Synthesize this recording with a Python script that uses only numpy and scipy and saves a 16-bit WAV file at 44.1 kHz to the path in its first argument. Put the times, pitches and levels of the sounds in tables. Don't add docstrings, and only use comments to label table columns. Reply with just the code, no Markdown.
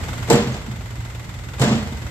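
import sys
import numpy as np
from scipy import signal
from scipy.fft import rfft, irfft, next_fast_len
from scipy.io import wavfile
from scipy.ndimage import uniform_filter1d

SR = 44100
rng = np.random.default_rng(int(sys.argv[2]) if len(sys.argv) > 2 else 0)


def attenuation_scalar(level_db):
    decades = np.asarray(level_db, float) / 20
    return 10 ** decades


def master_out(mix):
    frames = np.transpose(np.atleast_2d(mix))
    ceiling = np.clip(frames, -1, 1)
    pcm = np.round(ceiling * 32767).astype(np.int16)
    wavfile.write(sys.argv[1], SR, pcm)


N = 92610

# (time [s], floor boom [dB], wall clang [dB], sheet roar [dB], crack [dB])
CONTACTS = [(.284, -36, -23, -30, -39), (.3, -31, -4, -17.5, -10.5), (.309, -41, -22, -23.5, -30),
            (.327, -19, -22, -22, -15.5), (0.338, -8, -19, -27, -34), (0.355, -17, -28, -26.5, -20.5),
            (.40, -30, -22, -38, -33), (.468, -20.5, -35, -33, -55), (0.541, -29.5, -39, -33, -38),
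            (0.682, -24.5, -42, -45.5, -58), (1.594, -70, -59, -29.5, -24), (1.602, -32, -31, -29, -28),
            (1.614, -16.5, -22, -18.5, -16), (1.621, -30, -26, -31.5, -26),
            (1.636, -20.5, -20.5, -23.5, -23.5), (1.676, -18, -18.5, -24, -33), (1.714, -11, -25, -27, -32),
            (1.75, -14, -33.5, -32, -44), (1.785, -20.5, -41, -51, -46), (1.857, -28, -32, -40, -52),
            (1.92, -26.5, -56, -41.5, -53)]
# (pitch [Hz], level [dB], time to fall 60 dB [s])
BED_MODES = [(108, -13, 0.51), (142.6, -3, 0.085), (171.4, -25.5, 0.11), (208.7, 1.5, 0.23),
             (226.95, -1.5, 0.33), (255.1, -4.5, 0.26), (341.2, -5, 0.13), (391.5, -5.5, 0.31),
             (466.1, 0, 0.38), (550, -10.5, 0.28), (588.8, -11, 0.38), (729.3, -3.5, .15), (861, -6, 0.17),
             (997, -14.5, 0.21)]
# (frequency [Hz], level per Hz [dB])
SHEET_COLOUR = [(70, -56), (130, -2), (300, -8), (700, -14.5), (1200, -19.5), (2500, -23.5), (6000, -26.5),
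                (16000, -45)]
# (frequency [Hz], time to fall 60 dB [s])
SHEET_T60 = [(100, 0.49), (500, 0.47), (2000, 0.56), (8000, 0.48)]
# (frequency [Hz], level per Hz [dB])
CRACK_COLOUR = [(500, 14.5), (1500, -1), (3000, -14), (4000, 1.5), (5800, -1.5), (7700, 4), (9500, 1),
                (16000, -4)]
# (time [s], level [dB], direction and strength [1])
SLAPS = [
    (0.3391, -9, -1.2),
    (1.6381, -8, 0.66),
]
# (time [s], level [dB], pitch [Hz], beat [Hz], time to fall 60 dB [s])
FLOOR_DRUM = [
    (.325, -11, 128.6, 6.4, 0.59),
    (.462, -18, 125, 4.6, 0.54),
    (0.691, -24, 121.7, 4.4, 0.74),
    (1.603, -7.5, 130.5, 8.6, 0.6),
]
# (time [s], pitch [Hz], level [dB], time to fall 60 dB [s])
CHAIN_TINKS = [
    (.527, 6330, -41, .12),
    (.538, 4820, -42, .1),
    (0.555, 3640, -45, 0.085),
]
# (time [s], level [dB])
BACKGROUND_LEVEL = [ [(0.0, -42.5), (0.41, -44.5), (0.58, -49), (0.81, -49), (1.48, -49.5), (1.78, -46.5),
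                 (2.1, -47.5)], ][0]
# (frequency [Hz], level per Hz [dB])
CLATTER_COLOUR = [(200, 5), (500, 0.5), (1300, -1), (2200, -4), (3500, -9.5), (6000, -8), (10000, -10.5),
                  (16000, -7)]
# (pitch [Hz], width [Hz], level [dB])
BLOCK = [(880, 83, -4), (1410, 83, 3), (2490, 100, 0), (3560, 117, 5.5)]
# (pitch [Hz], width [Hz], level [dB])
EXHAUST_PIPE = [(59.4, 27, 8), (83.4, 26, 9), (170, 180, -3)]
# (pitch [Hz], width [Hz], level [dB])
PANELS = [(48.5, 1.9, 5.5), (75.2, 1.17, 4), (116.66, 3.1, 7.5), (178, 5, 3)]
# (frequency [Hz], level per Hz [dB])
FAN_COLOUR = [(150, -9), (300, 4), (700, 0.5), (1500, -2.5), (2050, -10.5), (3000, -10.5), (6000, -14),
              (16000, -33)]
# (frequency [Hz], level per Hz [dB])
TRAFFIC_COLOUR = [(25, -33), (40, -10), (52, 1.5), (85, -1.5), (125, -3.5), (180, -16.5), (250, -18),
                  (500, -36)]
# (frequency [Hz], likeness [1])
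ALIKE_FAR = [(60, 1), (130, 0.97), (290, 0.64), (640, 0.71), (1410, 0.089), (3100, 0.15), (6820, -0.22),
             (15000, 0.2)]
# (frequency [Hz], likeness [1])
ALIKE_BED = [(60, 0.95), (300, 0.93), (700, 1), (1400, 0.23), (3000, .55), (7000, 0.15), (15000, 0.73)]
# (frequency [Hz], lead [radians])
LEFT_LEAD = [(300, 0.14), (1000, 0.5), (1500, 0.81), (2400, 3.08), (4000, 2.42), (6200, 2.53), (7700, 7.3),
             (12000, 14.5)]
# (frequency [Hz], level [dB])
PORT_LEFT = [(500, 2), (1300, 1), (3000, 5.5), (6200, 1), (7900, 6.5), (9800, -10.5), (12000, -0.5),
             (15700, -29)]
# (frequency [Hz], level [dB])
PORT_RIGHT = [(500, 3), (1300, 5), (3000, 3.5), (6200, -1), (7400, 5.5), (9000, -23.5), (12000, -5),
              (15700, -17)]

LOW_SIDE_DB = -15
RING_ATTACK_S, FLOOR_TOP_HZ = 0.0014, 250
MODE_SCATTER_DB, DETUNE, WANDER = 2, 0.008, 0.012
CRACK_ATTACK_S, CRACK_T60_S, CRACK_GRAIN_DB = 0.0012, 0.075, 3
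SLAP_S = 0.00069
DRUM_PAIR, DRUM_ATTACK_S = 0.78, 0.0084
FIRST_FIRING_S, FIRING_HZ, JITTER_S = 0.033, 20.67, 0.00085
KNOCK_ATTACK_S, KNOCK_DECAY_S, KNOCK_SCATTER_DB = 0.002, 0.015, 1
THUD_LEAD_S, WEAK_THUD_DB, THUD_SCATTER_DB = 0.019, -8, 2.5
PUMP_HZ, PUMP_WIDTH_HZ = 2040, 250
CLATTER_DB, THUD_DB, HUM_DB, PUMP_DB, FAN_DB, TRAFFIC_DB = 4.5, 9.5, 9, -3.5, 2.5, 14
MIC_LOW_HZ, TOP_HZ = 42.4, 15780
CEILING, KNEE = 0.97, 6


def unit(x):
    return x / np.sqrt(np.mean(x ** 2) + 1e-20)


def along(points, hz):
    f, v = np.transpose(points)
    return np.interp(np.log(hz + 1), np.log(f + 1), v)


def filtered(x, response):
    n = x.shape[-1]
    m = next_fast_len(n + SR // 4)
    return irfft(rfft(x, m) * response(np.fft.rfftfreq(m, 1 / SR)), m)[..., :n]


def resonances(rows):
    def response(f):
        total = 0
        for k, (centre, width, db) in enumerate(rows):
            peak = 1j * f * width / (centre * centre - f * f + 1j * f * width)
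            total = total + (-1) ** k * attenuation_scalar(db) * peak
        return total
    return response


def rush(colour, alike, size):
    def share(hz):
        turn = np.arccos(np.clip(along(alike, hz), -1, 1)) / 2
        return attenuation_scalar(along(colour, hz)) * np.array([np.cos(turn), np.sin(turn)])
    mid, side = filtered(rng.standard_normal((2, size)), share)
    return unit(np.array([mid + side, mid - side]))


def dying(x, t60):
    hz, t, z = signal.stft(x, SR, nperseg=256)
    fade = attenuation_scalar(-60 * t / along(t60, hz)[:, None])
    return signal.istft(z * fade, SR, nperseg=256)[1][:, :x.shape[1]]


def impulses(times, sizes):
    at = np.clip(np.round(times * SR).astype(int), 0, N)
    return np.bincount(at, sizes, N + 1)[:N]


def widened(bass, shift):
    return bass + attenuation_scalar(LOW_SIDE_DB) * np.array([[1], [-1]]) * np.roll(bass, shift)


def bed_ring(t, boom_db, clang_db):
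    hz, level, t60 = np.transpose(BED_MODES)[:, :, None]
    scatter, detune, side = rng.standard_normal((3, len(BED_MODES), 1))[:, :, :]
    knots = rng.standard_normal((len(BED_MODES), 20))
    drift = np.array([np.interp(t * 28, np.arange(20), row) for row in knots])
    pitch = hz * (1 + DETUNE * detune + WANDER * drift)
    phase = 2 * np.pi * np.cumsum(pitch, axis=1) / SR
    blow = np.where(hz < FLOOR_TOP_HZ, boom_db, clang_db)
    size = attenuation_scalar(level + blow + MODE_SCATTER_DB * scatter - 60 * t / t60)
    lead = np.array([1, -1])[:, None, None] * attenuation_scalar(LOW_SIDE_DB) * side
    return (size * np.sin(phase + lead)).sum(axis=1)


def steel_crack(t):
    swell = 1 - np.exp(-t / CRACK_ATTACK_S)
    crack = rush(CRACK_COLOUR, ALIKE_BED, len(t)) * attenuation_scalar(-60 * t / CRACK_T60_S) * swell
    grain = unit(uniform_filter1d(rng.standard_normal(len(t)), size=90))
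    return crack * attenuation_scalar(CRACK_GRAIN_DB * grain)


def tailgate():
    out = np.zeros((2, N + SR))
    t = np.arange(SR * 2 // 3) / SR
    short = t[:SR // 6]
    rise = 1 - np.exp(-t / RING_ATTACK_S)
    for s, boom_db, clang_db, roar_db, crack_db in CONTACTS:
        start = round(s * SR)
        ring = bed_ring(t, boom_db, clang_db)
        roar = dying(rush(SHEET_COLOUR, ALIKE_BED, len(t)), SHEET_T60)
        out[:, start:start + len(t)] += rise * (attenuation_scalar(-7.5) * ring + attenuation_scalar(roar_db) * roar)
        out[:, start:start + len(short)] += attenuation_scalar(crack_db) * steel_crack(short)
    return out[:, :N]


def gate_slaps():
    t = np.arange(N) / SR
    out = np.zeros(N)
    for s, db, way in SLAPS:
        u = (t - s) / SLAP_S
        out += way * attenuation_scalar(db) * (1 - (u / 2) ** 2) * np.exp(-0.25 * u ** 2)
    return out


def floor_drum():
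    out = np.zeros(N + 2 * SR)
    t = np.arange(SR) / SR
    swell = 1 - np.exp(-t / DRUM_ATTACK_S)
    for s, db, hz, beat_hz, t60 in FLOOR_DRUM:
        beat = np.cos(2 * np.pi * beat_hz * (t - DRUM_ATTACK_S))
        pair = (1 + DRUM_PAIR * beat) / (1 + DRUM_PAIR)
        start = round(s * SR)
        out[start:start + SR] += attenuation_scalar(db - 60 * t / t60) * swell * pair * np.sin(2 * np.pi * hz * t)
    return out[:N]


def chain():
    t = np.arange(N) / SR
    out = np.zeros(N)
    for s, hz, db, t60 in CHAIN_TINKS:
        out += (t > s) * attenuation_scalar(db - 60 * np.abs(t - s) / t60) * np.sin(2 * np.pi * hz * t)
    return out


def diesel_clatter(fire):
    t = np.arange(SR // 8) / SR
    shape = (1 - np.exp(-t / KNOCK_ATTACK_S)) * np.exp(-t / KNOCK_DECAY_S)
    sizes = attenuation_scalar(KNOCK_SCATTER_DB * rng.standard_normal(len(fire)))
    knock = unit(signal.fftconvolve(impulses(fire, sizes), shape)[:N])
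    block = resonances(BLOCK)
    return unit(filtered(knock * rush(CLATTER_COLOUR, ALIKE_FAR, N), lambda f: 1 + np.abs(block(f))))


def exhaust_thuds(fire):
    weak = np.arange(len(fire)) % 2
    sizes = attenuation_scalar(WEAK_THUD_DB * weak + THUD_SCATTER_DB * rng.standard_normal(len(fire)))
    puffs = impulses(fire - THUD_LEAD_S, sizes)
    pipe = resonances(EXHAUST_PIPE)

    def response(f):
        low_cut = (f / 46) ** 4 / (1 + (f / 46) ** 4)
        return pipe(f) * low_cut / (1 + 1j * f / 150) ** 2
    return widened(unit(filtered(puffs, response)), SR // 250)


def panel_hum():
    panels = resonances(PANELS)
    hum = unit(filtered(rng.standard_normal(N), lambda f: panels(f) * np.abs(panels(f))))
    return widened(hum, N // 3)


def oil_pump():
    oil = resonances([(PUMP_HZ, PUMP_WIDTH_HZ, 0)])
    return unit(filtered(rush(FAN_COLOUR, ALIKE_FAR, N), lambda f: oil(f) ** 2))


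def fan():
    return rush(FAN_COLOUR, ALIKE_FAR, N)


def far_traffic():
    return rush(TRAFFIC_COLOUR, ALIKE_FAR, N)


def idle_and_traffic():
    k = np.arange(46)
    fire = FIRST_FIRING_S + k / FIRING_HZ + JITTER_S * rng.standard_normal(len(k))
    mix = attenuation_scalar(CLATTER_DB) * diesel_clatter(fire) + attenuation_scalar(THUD_DB) * exhaust_thuds(fire)
    mix = mix + attenuation_scalar(HUM_DB) * panel_hum() + attenuation_scalar(PUMP_DB) * oil_pump()
    mix = mix + attenuation_scalar(FAN_DB) * fan() + attenuation_scalar(TRAFFIC_DB) * far_traffic()
    s, db = np.transpose(BACKGROUND_LEVEL)
    return attenuation_scalar(np.interp(np.arange(N) / SR, s, db)) * mix


def scene():
    def lead(hz):
        return np.exp(0.5j * along(LEFT_LEAD, hz) * np.array([[1], [-1]]))
    slams = filtered(tailgate() + gate_slaps() + floor_drum(), lead)
    return slams + chain() + idle_and_traffic()


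def band_limit(x):
    return signal.sosfilt(signal.butter(12, 15780, fs=SR, output="sos"), x)


def record(dry):
    def port_colour(hz):
        low_cut = hz ** 2 / (hz ** 2 + MIC_LOW_HZ ** 2)
        return attenuation_scalar([along(PORT_LEFT, hz), along(PORT_RIGHT, hz)]) * low_cut
    ports = filtered(dry, port_colour)
    rounded = ports / (1 + np.abs(ports / CEILING) ** KNEE) ** (1 / KNEE)
    mix = filtered(rounded, lambda hz: hz < TOP_HZ)
    return band_limit(mix)


dry = scene()
out = record(dry)
master_out(out)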